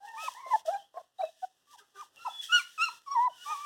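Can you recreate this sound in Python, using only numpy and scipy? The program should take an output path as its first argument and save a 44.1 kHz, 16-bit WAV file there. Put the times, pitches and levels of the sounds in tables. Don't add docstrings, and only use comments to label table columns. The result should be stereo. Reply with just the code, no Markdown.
import sys
import numpy as np
from scipy import signal
from scipy.fft import rfft, irfft, next_fast_len
from scipy.io import wavfile
from scipy.ndimage import uniform_filter1d

SR = 44100
rng = np.random.default_rng(int(sys.argv[2]) if len(sys.argv) > 2 else 0)


def volts(x):
    e = np.asarray(x, float) / 20
    return 10 ** e


def log_audio(samples):
    frames = np.atleast_2d(samples).T
    limited = np.clip(frames, -1, 1)
    pcm = np.round(limited * 32767).astype(np.int16)
    wavfile.write(sys.argv[1], SR, pcm)


N = 160965
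HZ = np.fft.rfftfreq(next_fast_len(N), 1 / SR)


def read(table, hz):
    points = np.array(table)
    return np.interp(np.log(np.maximum(hz, 1)), np.log(points[:, 0]), points[:, 1])


def shape(x, gain):
    size = next_fast_len(N)
    return irfft(rfft(x, size) * gain, size)[..., :N]


def unit(x):
    return x / np.sqrt(np.mean(x ** 2))


def walk(hz):
    return unit(shape(rng.standard_normal(N), np.exp(-(HZ / hz) ** 2)))


def diffuse(x, other):
    # frequency_hz, correlation (0 to 1)
    likeness = [(60, 0.83), (1500, 0.88), (2500, 1), (4300, 0.25), (7000, 0.41), (12000, 0.17)]
    alike = np.clip(read(likeness, HZ), 0, 1)
    common = shape(x, np.sqrt((1 + alike) / 2))
    opposed = shape(other, np.sqrt((1 - alike) / 2))
    return common + np.array([[1], [-1]]) * opposed


def puppies():
    whimpers = [ ("husky", (-8.5, -31, -0.5, -0.2), [(0.005, 788, -60), (0.052, 837, -49.5),
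                (0.072, 923, -51), (0.09, 900, -42), (0.118, 906, -62), (0.14, 890, -41.5),
                (0.16, 889, -53.5), (0.182, 899.6, -44), (0.2, 887, -54.5)]),
                ("clear", (-1.5, -23.5, -16.5, 0.54), [(0.162, 1001, -52), (0.18, 1203, -44),
                (0.222, 1300, -43.5), (0.276, 1266, -41), (0.286, 973, -25.5), (0.298, 1108, -63)]),
                ("clear", (-39.5, -33, -5, -1), [(0.225, 796, -48.5), (0.245, 573, -49),
                (0.262, 566, -73)]), ("husky", (2, -33.5, 2, -0.26), [(0.35, 890, -49.5),
                (0.4, 1120, -54.5), (0.456, 1043, -49.5), (0.505, 1066, -50.5)]),
                ("clear", (-18, -44, 2, 8), [(0.452, 710, -80), (0.466, 659, -39.5), (0.485, 606, -105)]),
                ("clear", (-8.5, -35.5, -23.5, 0), [(0.503, 1106, -49.5), (0.512, 1011, -30),
                (0.532, 1007, -26), (0.539, 875, -20.5), (0.557, 871, -22.5), (0.566, 835, -41.5)]),
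                ("clear", (-45, -34.5, -24, 3), [(0.556, 766, -37), (0.566, 674, -37.5),
                (0.58, 733, -76.5)]), ("husky", (-14.5, -35, -18, 3.7), [(0.653, 692, -48.5),
                (0.658, 669, -40), (0.664, 617, -51.5), (0.678, 636.4, -33), (0.692, 661, -26),
                (0.716, 800, -37), (0.762, 792.6, -29.5), (0.778, 827, -46.5)]),
                ("husky", (-29.5, -45, 2, 0), [(0.77, 3256, -71), (0.798, 3100, -61.5),
                (0.87, 3436, -82.5)]), ("husky", (-13, -34.5, -11, 0.5), [(0.942, 1050, -63.5),
                (0.974, 1080, -46.5), (1.0, 1024, -57.5)]), ("rough", (-34, -40, -17, 7),
                [(0.944, 642, -54.5), (0.961, 668, -53), (0.972, 611, -37), (0.986, 786, -49.5),
                (1.015, 638, -53.5)]), ("raspy", (-35, -35, -20.5, 10), [(1.187, 742, -57.5),
                (1.194, 751, -34), (1.208, 753, -31), (1.221, 785, -31.5), (1.227, 665.4, -41),
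                (1.236, 641, -28), (1.245, 628.3, -30), (1.258, 633, -44), (1.295, 693, -54)]),
                ("husky", (-40, -53.5, 2.5, -0.6), [(1.185, 3815, -59), (1.221, 3934, -56.5),
                (1.28, 3740, -67)]), ("clear", (-32, -44, -9.5, 1.5), [(1.22, 2620, -68),
                (1.276, 2610, -57), (1.295, 2481, -76.5)]), ("clear", (-20.5, -37, -24.5, 0.5),
                [(1.421, 773, -55.5), (1.432, 740, -32.5), (1.447, 743, -30.5), (1.458, 750, -56)]),
                ("clear", (-18, -22, -16, -5.5), [(1.672, 1145, -68), (1.722, 1188, -60),
                (1.75, 1144, -63)]), ("clear", (-18.5, -45.5, -7, 0.3), [(1.735, 993, -56.5),
                (1.749, 955, -53), (1.762, 779, -58.5)]), ("husky", (-37.5, -34.5, -8, 5.5),
                [(1.778, 1550, -82), (1.794, 1592, -52.5), (1.83, 1530, -84)]),
                ("clear", (-11, -27.5, -14.5, 0), [(1.93, 1203, -78), (1.992, 1187, -46),
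                (2.014, 1227, -41.5), (2.035, 854, -52)]), ("husky", (-8, -26, -3.5, 0), [(2.18, 1296, -66),
                (2.22, 1380, -49.5), (2.25, 1361, -64.5), (2.267, 1317, -35.5), (2.28, 1210, -61)]),
                ("rough", (-28.5, -50.5, -1.5, -3.3), [(2.168, 2800, -47), (2.2, 2773, -71.5),
                (2.27, 2750, -81)]), ("clear", (-22.5, -38, -13.5, .01), [(2.243, 950, -75),
                (2.253, 964, -38.5), (2.264, 1046, -33.5), (2.279, 880, -32.5), (2.288, 715, -38.5)]),
                ("clear", (-50, -55, 1.5, -4.5), [(2.298, 3440, -54), (2.323, 3434, -46.5),
                (2.342, 3431, -69.5), (2.357, 3450, -50.5), (2.405, 3388, -43), (2.427, 3370, -50.5),
                (2.44, 3220, -40.5)]), ("clear", (-2, -24, -14, .4), [(2.486, 1312, -61.5),
                (2.498, 1314, -40), (2.516, 1321, -36.5), (2.526, 1424, -24.5), (2.542, 1454, -21),
                (2.568, 1441, -21.5), (2.59, 1358, -34), (2.6, 1260, -63)]), ("raspy", (19, -10, -10, 0.2),
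                [(2.595, 1188, -43.5), (2.602, 1169, -45.5), (2.617, 1028, -52)]),
                ("clear", (1, -19, -10, 0.45), [(2.779, 1324, -42.5), (2.79, 1258, -35),
                (2.812, 1297, -28.5), (2.828, 1377, -25.5), (2.846, 1396, -33.5), (2.866, 1292, -38),
                (2.883, 1312, -37), (2.889, 973, -37), (2.899, 915, -46.5)]),
                ("clear", (-11.5, -25, -8, 0.32), [(3.063, 1183, -56.5), (3.082, 1106, -35.5),
                (3.098, 1098, -43.5), (3.118, 1123, -30), (3.138, 1123, -31.5), (3.146, 1076, -38)]),
                ("clear", (-20, -47, -22.5, -0.33), [(3.144, 1000, -45.5), (3.156, 1023, -27),
                (3.174, 926, -23), (3.192, 920.5, -22), (3.214, 983, -25), (3.266, 1012, -26),
                (3.28, 941, -27.5), (3.288, 1034, -53)]), ("clear", (-38, -45, -16, -8), [(3.268, 834, -80),
                (3.276, 796, -42.5), (3.305, 605, -53)]), ("husky", (8, -33, -7, 0.7),
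                [(3.297, 1486, -69.5), (3.35, 1526, -70.5), (3.39, 1416, -67), (3.44, 1456, -54)]),
                ("clear", (-3.5, -21.5, -8.5, 0), [(3.445, 1178, -67), (3.463, 1140, -39.5),
                (3.519, 1248, -35.5), (3.563, 1118, -39), (3.629, 1183, -44), (3.65, 1166, -36.5)]),
                ("raspy", (-14, -36, -8.5, 0.6), [(3.465, 818, -56), (3.513, 941, -35.5),
                (3.525, 831, -41.5), (3.57, 880, -78)]), ]
    voices = {"clear": (.003, .6, 2.5, -43), "husky": (.012, 1.6, 4, -28), "raspy": (.014, 1.3, 5, -25),
              "rough": (.035, 3.5, 4, -20)}
    # frequency_hz, gain_db
    breath_colour = [(300, -30), (470, 0), (2000, -5), (2500, -30)]
    wobble_hz = 124.4
    attack_s, edge_s = 0.002, 0.0053
    side_ms = 0.07
    closing_db = 28

    direct, feed = np.zeros((2, N)), np.zeros(N)
    shake, flutter, waver = walk(wobble_hz), walk(wobble_hz), walk(70.)
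    breath = unit(shape(rng.standard_normal(N), volts(read(breath_colour, HZ))))
    for voice, (octave_db, high_db, echo_db, place), rows in whimpers + moans():
        row_s, row_hz, row_db = np.array(rows).T
        shake_share, flutter_db, waver_db, breath_db = voices[voice]
        first = max(int((row_s[0] - edge_s) * SR), 0)
        last = min(int((row_s[-1] + edge_s) * SR), N)
        i = np.arange(first, last)
        t = i / SR

        glide = np.interp(t, row_s, row_hz)
        pitch = uniform_filter1d(glide, size=99) * (1 + shake_share * shake[i])
        side_s = side_ms * np.clip(place, -1, 1) / 2000 * np.array([[1], [-1]])
        phase = 2 * np.pi * (np.cumsum(pitch) / SR + pitch * side_s)

        bright = overtones(phase, pitch, i, octave_db, high_db, waver_db, waver, flutter)
        mouth = volts(closing_db * np.log2(glide / row_hz.max()))
        tone = np.sin(phase) + bright * mouth + volts(breath_db) * breath[i]

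        fades = np.minimum((t - row_s[0]) / attack_s, (row_s[-1] - t) / edge_s)
        edge = np.clip(fades + 1, 0, 1) ** 2
        level = volts(np.interp(t, row_s, row_db) + flutter_db * flutter[i])
        line = np.sqrt(2) * tone * edge * level
        direct[:, i] += line
        feed[i] += line[0] * volts(echo_db)
    return direct, feed


def overtones(phase, pitch, i, octave_db, high_db, waver_db, waver, flutter):
    # frequency_hz, gain_db
    throat = [(2000, 2), (3500, -14.5), (4200, 15), (4600, -11), (5700, 11.5), (6500, 5), (7700, 0.5),
              (11000, -9.5)]
    fall_db, blur_rad = -4, 0.2
    octave = volts(octave_db + 0.5 * waver_db * waver[i])
    tone = -octave * np.cos(2 * phase + blur_rad * flutter[i])
    for k in range(3, 11):
        own = (i + k * SR // 7) % N
        level_db = high_db + fall_db * (k - 3.5) + read(throat, k * pitch)
        level = volts(level_db + 2.17 * waver_db * waver[own])
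        in_range = k * pitch < 15000
        tone += level * np.sin(k * phase + blur_rad * flutter[own]) * in_range
    return tone


def moans():
    # start_s, length_s, pitch_hz, level_db halfway
    far_moans = [(1.8, 0.045, 416, -84), (1.941, 0.086, 403.3, -80), (2.778, 0.11, 386.3, -81)]
    lines = []
    for start, length, hz, db in far_moans:
        rows = [(start, hz, db + 1), (start + length / 2, hz, db), (start + length, hz, db - 23.0)]
        lines.append(("rough", (-2.0, -6.5, 14, 1.5), rows))
    return lines


def shed(feed):
    t60_s, gap_s = 0.29, 0.0029
    t = np.arange(N) / SR
    decay = volts(-60 * t / t60_s) * (t > gap_s)
    tails = diffuse(*(rng.standard_normal((2, N)) * decay))
    tails = tails[:, :SR] / np.sqrt(np.sum(tails[0] ** 2))
    return signal.fftconvolve(feed[None], tails, axes=1)[:, :N]


def swelling_hiss():
    # time_s, level_db of the treble above 8 kHz (relative, before the final lift)
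    swells = [(0.0, -88.5), (0.059, -66), (0.12, -74), (0.242, -51.5), (0.44, -74), (0.52, -59),
              (0.602, -63), (0.642, -90.5), (0.662, -56), (0.91, -84.5), (1.0, -74.5), (1.129, -86.5),
              (1.22, -69.5), (1.36, -74), (1.44, -67.5), (1.489, -78), (1.65, -80), (1.74, -65.5),
              (1.769, -75), (1.79, -63), (1.83, -76.5), (1.94, -78), (1.971, -66.5), (2.04, -66.5),
              (2.11, -80.5), (2.261, -64), (2.4, -65), (2.438, -50.5), (2.49, -60.5), (2.582, -49),
              (2.661, -65), (2.781, -66), (2.811, -56), (2.98, -66.5), (3.009, -76), (3.231, -65),
              (3.278, -77.5), (3.48, -56), (3.65, -62)]
    # frequency_hz, gain_db (relative)
    hiss_colour = [(150, -23.5), (900, -32), (1300, -33), (1750, -4), (2200, -12), (3500, -4),
                   (4300, -10.5), (5700, -6.5), (14600, -22.5), (16000, -21.5)]
    crackles_per_s, spread_db, crackle_db = 330, 3, -8
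    happens = rng.random((2, N)) < crackles_per_s / SR
    size = volts(spread_db * rng.exponential(size=(2, N))) * happens
    crackles = unit(size * rng.standard_normal((2, N)))
    grain = unit(rng.standard_normal((2, N)) + volts(crackle_db) * crackles)

    gain = volts(read(hiss_colour, HZ))
    treble = np.sqrt(np.mean(gain ** 2 * (HZ > 8000)))
    hiss = diffuse(*shape(grain, gain / treble))
    row_s, row_db = np.array(swells).T
    level = volts(np.interp(np.arange(N) / SR, row_s, row_db))
    return volts(1.0) * hiss * level


def air():
    # frequency_hz, gain_db (relative)
    air_colour = [(30, -12), (120, 2.5), (300, -6), (900, -9), (2250, -12), (2900, -10), (5900, -17.5),
                  (14400, -22.5), (16000, -49)]
    level_db, waver_db = -70.5, 2.1
    noise = shape(rng.standard_normal((2, N)), volts(read(air_colour, HZ)))
    return unit(diffuse(*noise)) * volts(level_db + waver_db * walk(4.))


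def scene():
    direct, feed = puppies()
    return direct + shed(feed) + swelling_hiss() + air()


def roll_off(x):
    return signal.sosfilt(signal.butter(12, 16330, fs=SR, output="sos"), x)


def record(dry):
    # frequency_hz, lead of the left in half turns
    widener_lead = [(140, 1.), (300, 1.45), (650, 2.), (1400, 2.1), (2230, 3.), (2900, 3.75), (4300, 5.),
                    (5700, 6.17), (7200, 7.25), (8600, 7.9), (11200, 9.9), (16000, 13.6)]
    # frequency_hz, left over right in dB
    widener_balance = [(700, 1.05), (2400, -0.3), (4400, 0.5), (8500, -7), (15000, -6)]
    quiet_db, most_db = -55.5, 8
    slope, smooth_s = 0.48, 0.0062

    k = int(smooth_s * SR)
    power = np.mean(dry ** 2, axis=0)
    power = uniform_filter1d(uniform_filter1d(power, k), k)
    heard_db = 10 * np.log10(power + 1e-12)
    kept = dry * volts(np.clip(slope * (heard_db - quiet_db), -most_db, 0))

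    lead_rad = np.pi * np.interp(HZ, *np.array(widener_lead).T) / 2
    half = volts(read(widener_balance, HZ) / 2) * np.exp(1j * lead_rad)
    mix = -shape(kept, np.array([half, 1 / half]))
    return roll_off(mix)


dry = scene()
out = record(dry)
log_audio(out)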